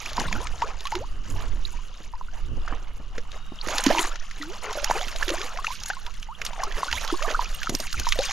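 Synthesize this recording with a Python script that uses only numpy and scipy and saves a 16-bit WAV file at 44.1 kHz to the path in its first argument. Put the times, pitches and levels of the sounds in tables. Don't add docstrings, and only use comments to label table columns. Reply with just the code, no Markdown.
import sys
import numpy as np
from scipy.fft import rfft, irfft, next_fast_len
from scipy.io import wavfile
from scipy.ndimage import map_coordinates

SR = 44100
rng = np.random.default_rng(int(sys.argv[2]) if len(sys.argv) > 2 else 0)


def transcribe(u):
    v = np.clip(np.atleast_2d(u).T, -1, 1)
    q = np.round(v * 32767).astype(np.int16)
    wavfile.write(sys.argv[1], SR, q)


N = 366909

WIND_LEVELS = [(0.0, -41, -51.5), (0.3, -25.5, -42), (0.85, -34.5, -56.5), (1.0, -34, -46.5),
               (1.12, -24, -48), (1.24, -30, -45), (1.33, -24.5, -40.5), (1.42, -29, -44.5),
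               (1.55, -23, -43), (1.92, -34.5, -58.5), (2.3, -28.5, -49), (2.53, -23, -43.5),
               (2.68, -27, -51.5), (3.0, -28.5, -48.5), (3.4, -34, -53.5), (4.1, -30.5, -59),
               (4.6, -37.5, -60), (4.9, -27.5, -53), (5.9, -35.5, -55), (6.19, -31, -55.5), (6.3, -38, -57),
               (6.65, -29.5, -63), (6.78, -25, -43.5), (6.85, -45, -63), (6.93, -33.5, -45.5),
               (7.2, -25, -67), (8.0, -29.5, -48), (8.1, -19.5, -51), (8.32, -35, -54)]
FISH_LUNGES = [(0.0, 0.1, -39.5, -48), (0.183, 0.25, -40.5, -39.5), (0.523, 0.17, -47, -46),
               (0.841, 0.14, -44.5, -50), (1.276, 0.21, -49, -50.5), (1.68, 0.092, -48, -78),
               (1.94, 0.073, -50.5, -54.5), (2.334, 0.044, -53.5, -57), (2.713, 0.013, -51, -41.5),
               (3.171, 0.2, -55.5, -53), (3.717, 0.016, -36, -36), (3.762, 0.15, -37, -64),
               (3.873, 0.17, -34.5, -36), (4.226, 0.6, -47, -59), (4.658, 0.32, -44.5, -41.5),
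               (4.85, 0.26, -38.5, -41.5), (5.223, 0.2, -38, -37.5), (5.53, 0.024, -45.5, -44.5),
               (5.692, 0.041, -40, -75), (5.872, 0.052, -41, -49.5), (6.04, 0.14, -50, -59),
               (6.446, 0.027, -50.5, -49.5), (6.583, 0.21, -44.5, -44), (6.834, 0.29, -38, -46.5),
               (7.23, 0.21, -39.5, -41), (7.609, 0.06, -39.5, -50), (7.822, 0.27, -38, -61.5),
               (8.207, .04, -36.5, -57), (8.275, .08, -32.5, -43.5)]
BODY_SLAPS = [(0.058, -23.5, 5540), (0.131, -24, 4580), (0.168, -21.5, 4800), (0.198, -16, 5460),
              (0.3267, -11.5, 2280), (0.4697, -16.5, 1970), (0.619, -18, 1930), (0.8064, -25, 3880),
              (0.854, -20.5, 3400), (0.87, -16, 2770), (0.919, -19.5, 1930), (0.953, -14.5, 2780),
              (2.6806, -24, 1930), (3.18, -20.5, 2010), (3.317, -28.5, 3710), (3.6624, -23, 1750),
              (3.673, -23.5, 6500), (3.685, -15.5, 1920), (3.707, -24, 4970), (3.7818, -7, 4400),
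              (3.8384, -12.5, 7150), (3.864, -6, 3500), (3.902, -22, 3000), (3.9832, -10, 2760),
              (3.9918, -9.5, 3240), (4.157, -20.5, 1810), (4.311, -22.5, 2020), (4.424, -20.5, 3900),
              (4.728, -20, 4700), (4.8434, -9, 5400), (4.9082, -11, 1860), (5.011, -20, 1840),
              (5.0813, -21.5, 3240), (5.1606, -17.5, 3660), (5.228, -14.5, 1680), (5.281, -14, 3350),
              (5.291, -11, 2980), (5.303, -14.5, 3140), (5.415, -18.5, 2760), (5.5732, -22, 2120),
              (5.6457, -16, 1780), (5.668, -18, 2640), (5.835, -19, 5500), (5.8595, -19.5, 6660),
              (5.9, -19.5, 1700), (6.064, -23, 3530), (6.14, -32.5, 6500), (6.199, -34.5, 6600),
              (6.228, -24, 2930), (6.416, -14, 2120), (6.4504, -16, 6200), (6.4635, -16.5, 3540),
              (6.532, -26, 2950), (6.636, -17, 5500), (6.722, -25, 3080), (6.781, -19.5, 1480),
              (6.913, -13.5, 2060), (6.9274, -9, 2320), (7.0768, -18.5, 3650), (7.225, -15.5, 2720),
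              (7.312, -18.5, 2330), (7.631, -15, 2700), (7.6948, -13.5, 6000), (7.75, -10, 5860),
              (7.8009, -17, 5660), (7.869, -21, 2480), (7.928, -16.5, 4950), (7.9973, -12, 7100),
              (8.056, -22, 4000), (8.088, -14, 5460), (8.1225, -4.5, 2670), (8.189, -12, 4000)]
TRAPPED_BUBBLES = [(0.062, -25.5, 2360, 0.0052), (0.182, -15, 923, 0.004), (0.19, -36, 243, 0.014),
                   (0.283, -22, 3620, 0.0028), (0.328, -23, 690, 0.0032), (0.351, -30, 303, 0.0066),
                   (0.422, -35, 1005, 0.012), (0.455, -31, 960, 0.0062), (0.465, -36, 1235, 0.0099),
                   (0.623, -16.5, 984, 0.011), (0.63, -29.5, 1160, 0.016), (0.855, -27.5, 1116, 0.015),
                   (0.925, -22, 865, 0.017), (1.367, -40, 1100, 0.0077), (1.653, -21, 3680, 0.0035),
                   (1.741, -41, 950, 0.014), (1.79, -40.5, 1034, 0.0093), (2.138, -33, 930, 0.014),
                   (2.213, -26, 1030, 0.0043), (2.286, -38, 1330, 0.0068), (2.679, -18.5, 1340, 0.002),
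                   (2.726, -25.5, 1150, 0.0035), (3.183, -31, 480, 0.0088), (3.59, -27, 3150, .002),
                   (3.614, -19.5, 4350, 0.0022), (3.65, -37, 1165, .015), (3.672, -20.5, 353, 0.0036),
                   (3.695, -28.5, 600, 0.0056), (3.718, -31, 600, 0.0063), (3.867, -10.5, 277, 0.012),
                   (3.912, -21.5, 1740, 0.0052), (3.951, -16.5, 880, 0.004), (3.974, -21.5, 900, 0.021),
                   (3.989, -27.5, 1826, 0.021), (3.994, -25, 367, 0.0094), (4.055, -33, 1150, 0.005),
                   (4.115, -34, 1290, .01), (4.416, -29.5, 1790, 0.0063), (4.432, -28, 1315, 0.0057),
                   (4.644, -31.5, 2070, 0.0053), (4.699, -29, 1057, 0.0073), (4.755, -32, 610, 0.013),
                   (4.775, -28.5, 564, 0.026), (4.786, -31, 1360, .009), (4.831, -31, 630, 0.011),
                   (4.877, -27.5, 2760, 0.0048), (4.901, -6.5, 760, 0.0015), (4.913, -8, 943, 0.0035),
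                   (4.957, -24.5, 769, 0.013), (5.014, -27, 3140, 0.004), (5.015, -24.5, 700, 0.0039),
                   (5.154, -34, 660, .008), (5.227, -16.5, 1640, 0.0047), (5.281, -25.5, 388, 0.014),
                   (5.302, -25.5, 538, 0.014), (5.313, -25, 332, 0.016), (5.34, -29.5, 650, 0.011),
                   (5.377, -34, 2320, 0.0061), (5.42, -34, 1790, .006), (5.589, -23, 1116, 0.0088),
                   (5.646, -20.5, 1285, 0.0051), (5.67, -9.5, 2580, 0.002), (5.681, -30.5, 904, 0.013),
                   (5.706, -29.5, 1045, 0.017), (5.903, -19.5, 1590, 0.0066), (5.902, -27.5, 790, 0.011),
                   (5.935, -33, 1460, 0.008), (5.969, -35, 1025, 0.015), (6.068, -36.5, 955, 0.019),
                   (6.352, -34, 3030, 0.0032), (6.533, -35.5, 900, 0.016), (6.581, -28, 770, 0.0053),
                   (6.594, -34, 2100, 0.012), (6.595, -30.5, 730, 0.032), (6.604, -29, 1670, 0.0053),
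                   (6.635, -20, 1105, 0.0069), (6.67, -29, 1280, 0.0073), (6.672, -37.5, 396, 0.02),
                   (6.712, -28, 1780, 0.0063), (6.744, -30.5, 1820, 0.0056), (6.833, -11, 1054, 0.0031),
                   (6.884, -29, 1404, 0.017), (6.934, -29, 904, 0.017), (7.043, -30, 1570, 0.0043),
                   (7.055, -32, 1320, .007), (7.09, -30, 990, 0.0057), (7.103, -20.5, 1370, 0.0035),
                   (7.127, -18, 346, 0.013), (7.141, -21.5, 1015, 0.0078), (7.195, -33, 1000, 0.011),
                   (7.207, -32, 1690, 0.0071), (7.223, -21, 1240, 0.004), (7.249, -27.5, 1074, 0.022),
                   (7.267, -28, 1750, 0.004), (7.28, -29.5, 452, 0.015), (7.347, -17.5, 1232, 0.0096),
                   (7.394, -14.5, 962, 0.0059), (7.415, -27.5, 1017, 0.0089), (7.459, -29.5, 2480, 0.007),
                   (7.619, -27, 1590, 0.0053), (7.673, -16, 1310, 0.0036), (7.8, -28, 620, 0.0052),
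                   (7.838, -33.5, 1480, 0.0052), (7.944, -22.5, 1336, 0.0042), (8.07, -18.5, 947, 0.0085),
                   (8.159, -35, 636, 0.022), (8.191, -17, 548, 0.013), (8.201, -27.5, 756, 0.0094),
                   (8.294, -30, 820, 0.0075), (8.301, -27, 1990, 0.004), (8.311, -19, 1160, 0.0026)]
LOW_KNOCKS = [(0.185, -18.5), (0.207, -18), (1.749, -37), (1.999, -33.5), (2.568, -28), (2.724, -25.5),
              (2.82, -35), (2.998, -28), (3.177, -35), (3.517, -28), (3.668, -24), (4.903, -28),
              (5.064, -30), (7.693, -16), (7.721, -22), (7.74, -17.5), (7.8, -24.5), (7.997, -26.5)]
# start_s, length_s, first_hz, last_hz, glide_exponent, level_db
AIR_POCKETS = [(0.25, 0.18, 159.3, 644, 2.5, -39.5), (0.641, 0.022, 405, 654, 1.13, -37.5),
               (0.66, 0.076, 662, 815, 1.4, -44.5), (0.945, 0.11, 354, 1390, 2.77, -33.5),
               (0.978, 0.031, 750, 1370, 1.1, -39), (3.873, 0.048, 136, 318, 1.02, -31.5),
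               (3.924, 0.11, 323, 335, 0.5, -35.5), (3.902, 0.015, 446, 900, 0.88, -18.5),
               (4.399, 0.15, 292, 636, 3.1, -41), (4.653, 0.07, 433, 425, 1.1, -36.5),
               (4.849, 0.03, 800, 1000, 1.1, -36), (4.96, 0.08, 415, 820, 1.19, -35),
               (5.382, 0.087, 338, 542, 0.97, -42), (5.544, .055, 492, 915, 0.92, -42),
               (6.287, 0.05, 853, 1410, 1.64, -37.5), (6.966, 0.025, 1510, 2700, 0.92, -31.5),
               (7.212, 0.056, 520, 776, 1, -32.5)]
LURE_CONTACTS = [(0.2663, -39), (3.8367, -31), (3.927, -34), (4.3779, -48), (4.48, -52), (4.9357, -36),
                 (5.0878, -43), (5.49, -49), (5.6, -53), (5.7154, -41), (5.8, -50), (5.945, -50),
                 (6.17, -50), (6.4507, -31), (6.55, -48), (6.8354, -38), (7.04, -43), (7.1217, -39),
                 (7.2315, -46), (7.3632, -47), (7.415, -43), (7.5448, -32), (7.6326, -41), (7.7508, -36),
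                 (7.7852, -36), (7.8007, -33), (7.8446, -42), (7.9289, -38), (8.0875, -35), (8.1539, -36),
                 (8.2297, -34), (8.2526, -30)]
BLADE_MODES = [(2830, -3, .12), (5572, -7, .1), (7052, -11, .07), (8597, 0, .055), (8830, -7, .04),
               (11800, -12, .04), (13050, -2, .05), (13800, -10, .04)]

# frequency_hz, gain_db
RUMBLE_SPECTRUM = [(2, 20), (5, 23), (22, 18.5), (32, 14), (60, -29), (110, -54), (400, -120)]
FLUTTER_SPECTRUM = [(30, -0.5), (55, 3.5), (110, -13), (200, -23), (450, -24), (900, -42.5), (3000, -120)]
BACKGROUND_SPECTRUM = [(120, 1.5), (200, 5.5), (300, -23), (640, -28), (790, -24), (1190, 0), (2300, -20.5),
                       (2900, 0.5), (3400, -18), (6800, -23.5), (8000, -30.5), (11000, -31), (13500, -38)]
DROP_SPECTRUM = [(150, -94), (500, -70), (1200, -25), (1600, -1.5), (2900, 0.5), (5300, -3), (6800, -1.5),
                 (7800, -33.5), (10000, -38)]
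MIST_SPECTRUM = [(3000, -91), (6900, 5.5), (8200, -6.5), (10600, 2), (13400, -2.5), (14300, -39)]
FROTH_SPECTRUM = [(60, -92), (150, -9), (300, -9.5), (600, -11), (1100, -1.5), (1500, -7), (3000, -2),
                  (8000, -100)]

PORT_LIKENESS = [(200, .99), (700, .97), (1400, .93), (2900, .8), (5500, .88), (10000, .75), (13000, -.2)]
PORT_BALANCE = [(500, -.8), (2500, -1.7), (5000, 0), (9000, 0), (13000, -6)]

LUNGE_RISE_DB_PER_S = 140
SPRAY_ENVELOPE = dict(column=2, fall_db_per_s=93, calm_db=-58.5)
GURGLE_ENVELOPE = dict(column=3, fall_db_per_s=118, calm_db=-68)
BAND_LIMIT_HZ = 14300


def amp(db):
    return 10 ** (np.asarray(db) / 20)


def unit_rms(x):
    return x / np.sqrt(np.mean(x ** 2) + 1e-20)


def along(points, hz):
    knots_hz, values = np.transpose(points)
    return np.interp(np.log(hz + 1), np.log(knots_hz + 1), values)


def wobble(knots_per_s):
    knots = rng.standard_normal(int(N * knots_per_s / SR) + 4)
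    return map_coordinates(knots, [np.arange(N) * knots_per_s / SR])


def filtered(x, response):
    size = next_fast_len(N + SR // 4)
    return irfft(rfft(x, size) * response(np.fft.rfftfreq(size, 1 / SR)), size)[..., :N]


def coloured(x, spectrum):
    return filtered(x, lambda hz: amp(along(spectrum, hz)))


def glide(hz):
    return np.sin(2 * np.pi * np.cumsum(hz) / SR)


def add(track, start_s, sound):
    part = track[round(start_s * SR):][:len(sound)]
    part += sound[:len(part)]


def side_angle(hz):
    return np.arccos(np.clip(along(PORT_LIKENESS, hz), -1, 1)) / 2


def wind():
    times_s, *levels = np.transpose(WIND_LEVELS)
    rumble_db, flutter_db = [np.interp(np.arange(N) / SR, times_s, db) for db in levels]
    shared, own = rng.standard_normal((2, 3, N))
    sides = np.array([shared + 0.12 * own, shared - 0.59 * own])
    rumble = unit_rms(coloured(sides[:, 0], RUMBLE_SPECTRUM))
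    eddies = wobble(12)
    flutter = unit_rms(amp(3.3 * eddies) * coloured(sides[:, 1], FLUTTER_SPECTRUM))
    rush = coloured(shared[2], [(30, -72), (90, 19.5), (160, 1), (320, 1), (700, -63), (2500, -110)])
    gust = amp(-58.5 + 2.3 * (flutter_db + 50)) * unit_rms(amp(2.3 * eddies) * rush)
    return (amp(rumble_db) * rumble + amp(flutter_db + 8) * flutter) * amp([[-1.7], [1.7]]) + gust


def background():
    pair = coloured(rng.standard_normal((2, N)), BACKGROUND_SPECTRUM)
    mid = filtered(pair[0], lambda hz: np.cos(0.45 * side_angle(hz)))
    side = filtered(pair[1], lambda hz: np.sin(2 * side_angle(hz)))
    return amp(-54 + 2.2 * wobble(3.855)) * unit_rms(np.array([mid + side, mid - side]))


def lunge_level_db(column, fall_db_per_s, calm_db):
    t, lunges = np.arange(0, N, 64) / SR, np.array(FISH_LUNGES)
    start_s, end_s = lunges[:, :1], lunges[:, :1] + lunges[:, 1:2]
    before_db = LUNGE_RISE_DB_PER_S * np.maximum(start_s - t, 0)
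    after_db = fall_db_per_s * np.maximum(t - end_s, 0)
    each_db = lunges[:, column, None] - before_db - after_db
    power = amp(2 * each_db).sum(axis=0) + amp(2 * calm_db)
    return np.interp(np.arange(N) / SR, t, 10 * np.log10(power))


def grains(count, hz, spread, cycles, scatter_db, rise, samples, floor):
    moment, rank = np.hsplit(rng.random((count, 2)), 2)
    pitch_hz = np.clip(hz * np.exp(spread * rng.standard_normal((count, 1))), 100, SR / 2.5)
    turns = pitch_hz * np.arange(samples) / SR
    envelope = (1 - np.exp(-turns / 0.45)) * np.exp(-turns / cycles) * np.hanning(2 * samples)[samples:]
    strength = amp(-scatter_db * np.log(rank + floor)) * np.sqrt(pitch_hz / hz)
    rings = strength * envelope * np.sin(2 * np.pi * turns * (1 + rise * turns / cycles))
    positions = (moment * N).astype(int) + np.arange(samples)
    return unit_rms(np.bincount(positions.ravel(), rings.ravel(), N + samples)[:N])


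def spray():
    spray_db, gurgle_db = lunge_level_db(**SPRAY_ENVELOPE), lunge_level_db(**GURGLE_ENVELOPE)
    surge = np.tanh(wobble(30))
    ticks = grains(3500, hz=5200, spread=.45, cycles=3.5, scatter_db=4, rise=.02, samples=200, floor=.05)
    plinks = grains(2200, hz=2800, spread=.5, cycles=10, scatter_db=4.5, rise=.025,
                    samples=700, floor=.05)
    hiss = rng.standard_normal(N)
    patter = amp(-6) * unit_rms(coloured(ticks, DROP_SPECTRUM))
    patter += amp(-6 + .2 * (spray_db + 38)) * unit_rms(coloured(hiss, DROP_SPECTRUM))
    mist = unit_rms(coloured(ticks + amp(-1) * hiss, MIST_SPECTRUM))
    mist_db = -58 + 1.16 * (spray_db + 42)
    froth = grains(2600, hz=875, spread=.424, cycles=3.58, scatter_db=1.5, rise=.054,
                   samples=1400, floor=.34)
    chirps = grains(800, hz=1200, spread=.27, cycles=6, scatter_db=4, rise=.03, samples=1300, floor=.15)
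    wash = unit_rms(coloured(rng.standard_normal(N), FROTH_SPECTRUM))
    drops = amp(spray_db + 2.5 * surge) * (amp(1.5 * wobble(70)) * patter + amp(-5) * plinks)
    mist *= amp(mist_db + 4.6 * surge + 5.95 * wobble(45))
    chirps *= amp((spray_db + gurgle_db) / 2 - 4 + 5.4 * np.tanh(wobble(14)))
    gurgle = amp(-0.5) * froth + amp(-7.5) * wash
    gurgle *= amp(gurgle_db + 6.3 * surge + 5.1 * np.tanh(wobble(13)))
    return drops + mist + chirps + gurgle


def slaps():
    blows, mist, t = np.zeros(N), np.zeros(N), np.arange(SR // 10) / SR
    lead_s, hz = .004, np.fft.rfftfreq(len(t), 1 / SR)
    after_s = np.maximum(t - lead_s, 0)
    onset = amp(-6000 * np.maximum(lead_s - t, 0))
    puff = amp(-20 - 60 * after_s / .09)
    for start_s, level_db, centre_hz in BODY_SLAPS:
        mist_db = -30 + 10 * np.log2(centre_hz / 2000)
        t60_s = 0.02 * np.exp(rng.normal(0, 0.2))
        burst = onset * (amp(-60 * after_s / t60_s) + puff) * rng.standard_normal(len(t))
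        band = amp(-1.5) + np.exp(-(np.log(hz / centre_hz + 1e-9) / 0.35) ** 2)
        crack = irfft(rfft(burst) * band, len(t))
        click = amp(7 - 60 * after_s / 0.0035) * np.sin(2 * np.pi * centre_hz * after_s)
        onset_s = max(start_s + 0.00124 - lead_s, 0)
        add(blows, onset_s, amp(level_db - 5) * (crack + click))
        add(mist, onset_s, amp(level_db + mist_db) * burst)
    blows = coloured(blows, [(300, -69), (1200, 0), (2500, -1), (6800, -3), (7800, -31), (10000, -51)])
    return blows + coloured(mist, MIST_SPECTRUM)


def churn_gain(depth, knots_per_s):
    above_calm_db = lunge_level_db(**GURGLE_ENVELOPE) - GURGLE_ENVELOPE["calm_db"]
    return amp(depth * above_calm_db * np.minimum(wobble(knots_per_s), .5))


def bubbles():
    out, waver = np.zeros(N), wobble(140)
    for start_s, level_db, pitch_hz, life_s in TRAPPED_BUBBLES:
        t = np.arange(int(3 * life_s * SR)) / SR
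        octaves_per_s = 5 * (pitch_hz / 1000) ** 1.56
        octaves = np.minimum(octaves_per_s * t, 1) + .08 * np.resize(waver[round(start_s * SR):], len(t))
        swell = np.sin(np.pi / 2 * np.minimum(t / 0.0017, 1)) ** 2
        decay = np.exp(-1.3 * (t / life_s) ** 0.85)
        add(out, start_s - .002, amp(level_db + 5) * swell * decay * glide(pitch_hz * 2 ** octaves))
    return out * churn_gain(depth=.14, knots_per_s=260)


def thumps():
    out, t = np.zeros(N), np.arange(SR // 10) / SR
    envelope = amp(17 - 60 * t / 0.06) * (1 - np.exp(-t / 0.0024))
    for start_s, level_db in LOW_KNOCKS:
        add(out, start_s, amp(level_db) * envelope * rng.standard_normal(len(t)))
    return coloured(out, [(50, -14), (110, -6.5), (250, -2.5), (500, -9), (1100, -18.5), (4000, -100)])


def pockets():
    out = np.zeros(N)
    swell_share, close_share, fade_db = 0.032, 0.093, 1.5
    for start_s, length_s, first_hz, last_hz, glide_exponent, level_db in AIR_POCKETS:
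        progress = np.linspace(0, 1, int(length_s * SR))
        hz = first_hz * (last_hz / first_hz) ** (progress ** glide_exponent)
        envelope = np.clip(np.minimum(progress / swell_share, (1 - progress) / close_share), 0, 1)
        add(out, start_s, amp(level_db - fade_db * (progress - 1.5)) * envelope * glide(hz))
    return out * amp(2.5 * wobble(60)) * churn_gain(depth=.22, knots_per_s=150)


def lure():
    out, t = np.zeros(N), np.arange(SR // 8) / SR
    mean_gap_s, rebound_loss_db = .014, 7
    attack = 1 - np.exp(-t / .0008)
    for start_s, level_db in LURE_CONTACTS:
        for rebound in range(3):
            ring = sum(amp(mode_db + rng.normal(0, 4) - 60 * t / t60_s) * np.sin(2 * np.pi * hz * t)
                       for hz, mode_db, t60_s in BLADE_MODES)
            delay_s = rebound * mean_gap_s * (.5 + rng.random())
            add(out, start_s + delay_s, amp(level_db - rebound_loss_db * rebound) * ring * attack)
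    return out * amp(5 * np.tanh(wobble(250)) - 5.5)


def bird():
    out, t = np.zeros(N), np.arange(int(.3 * SR)) / SR
    note_phase = (52 * t) % 1
    hz = 3760 + (150 + 1300 * t) * (.5 - note_phase)
    add(out, 3.305, amp(-52) * np.sin(np.pi * note_phase) ** 2 * glide(hz))
    return out


def ports(x):
    mid = filtered(x, lambda hz: np.cos(side_angle(hz)))
    quadrature, in_phase = filtered(x, lambda hz: np.sin(side_angle(hz)) * [[-1j], [1]])
    sway_rad = .8 * wobble(12)
    side = np.cos(sway_rad) * quadrature + np.sin(sway_rad) * in_phase
    pair = np.array([mid + side, mid - side])
    return filtered(pair, lambda hz: amp(along(PORT_BALANCE, hz) * [[.5], [-.5]]))


def scene():
    direct = spray() + slaps() + thumps() + bubbles() + pockets() + lure() + bird()
    return ports(direct) + background() + wind()


def record(dry):
    return filtered(dry, lambda hz: hz < BAND_LIMIT_HZ)


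dry = scene()
out = record(dry)
transcribe(out)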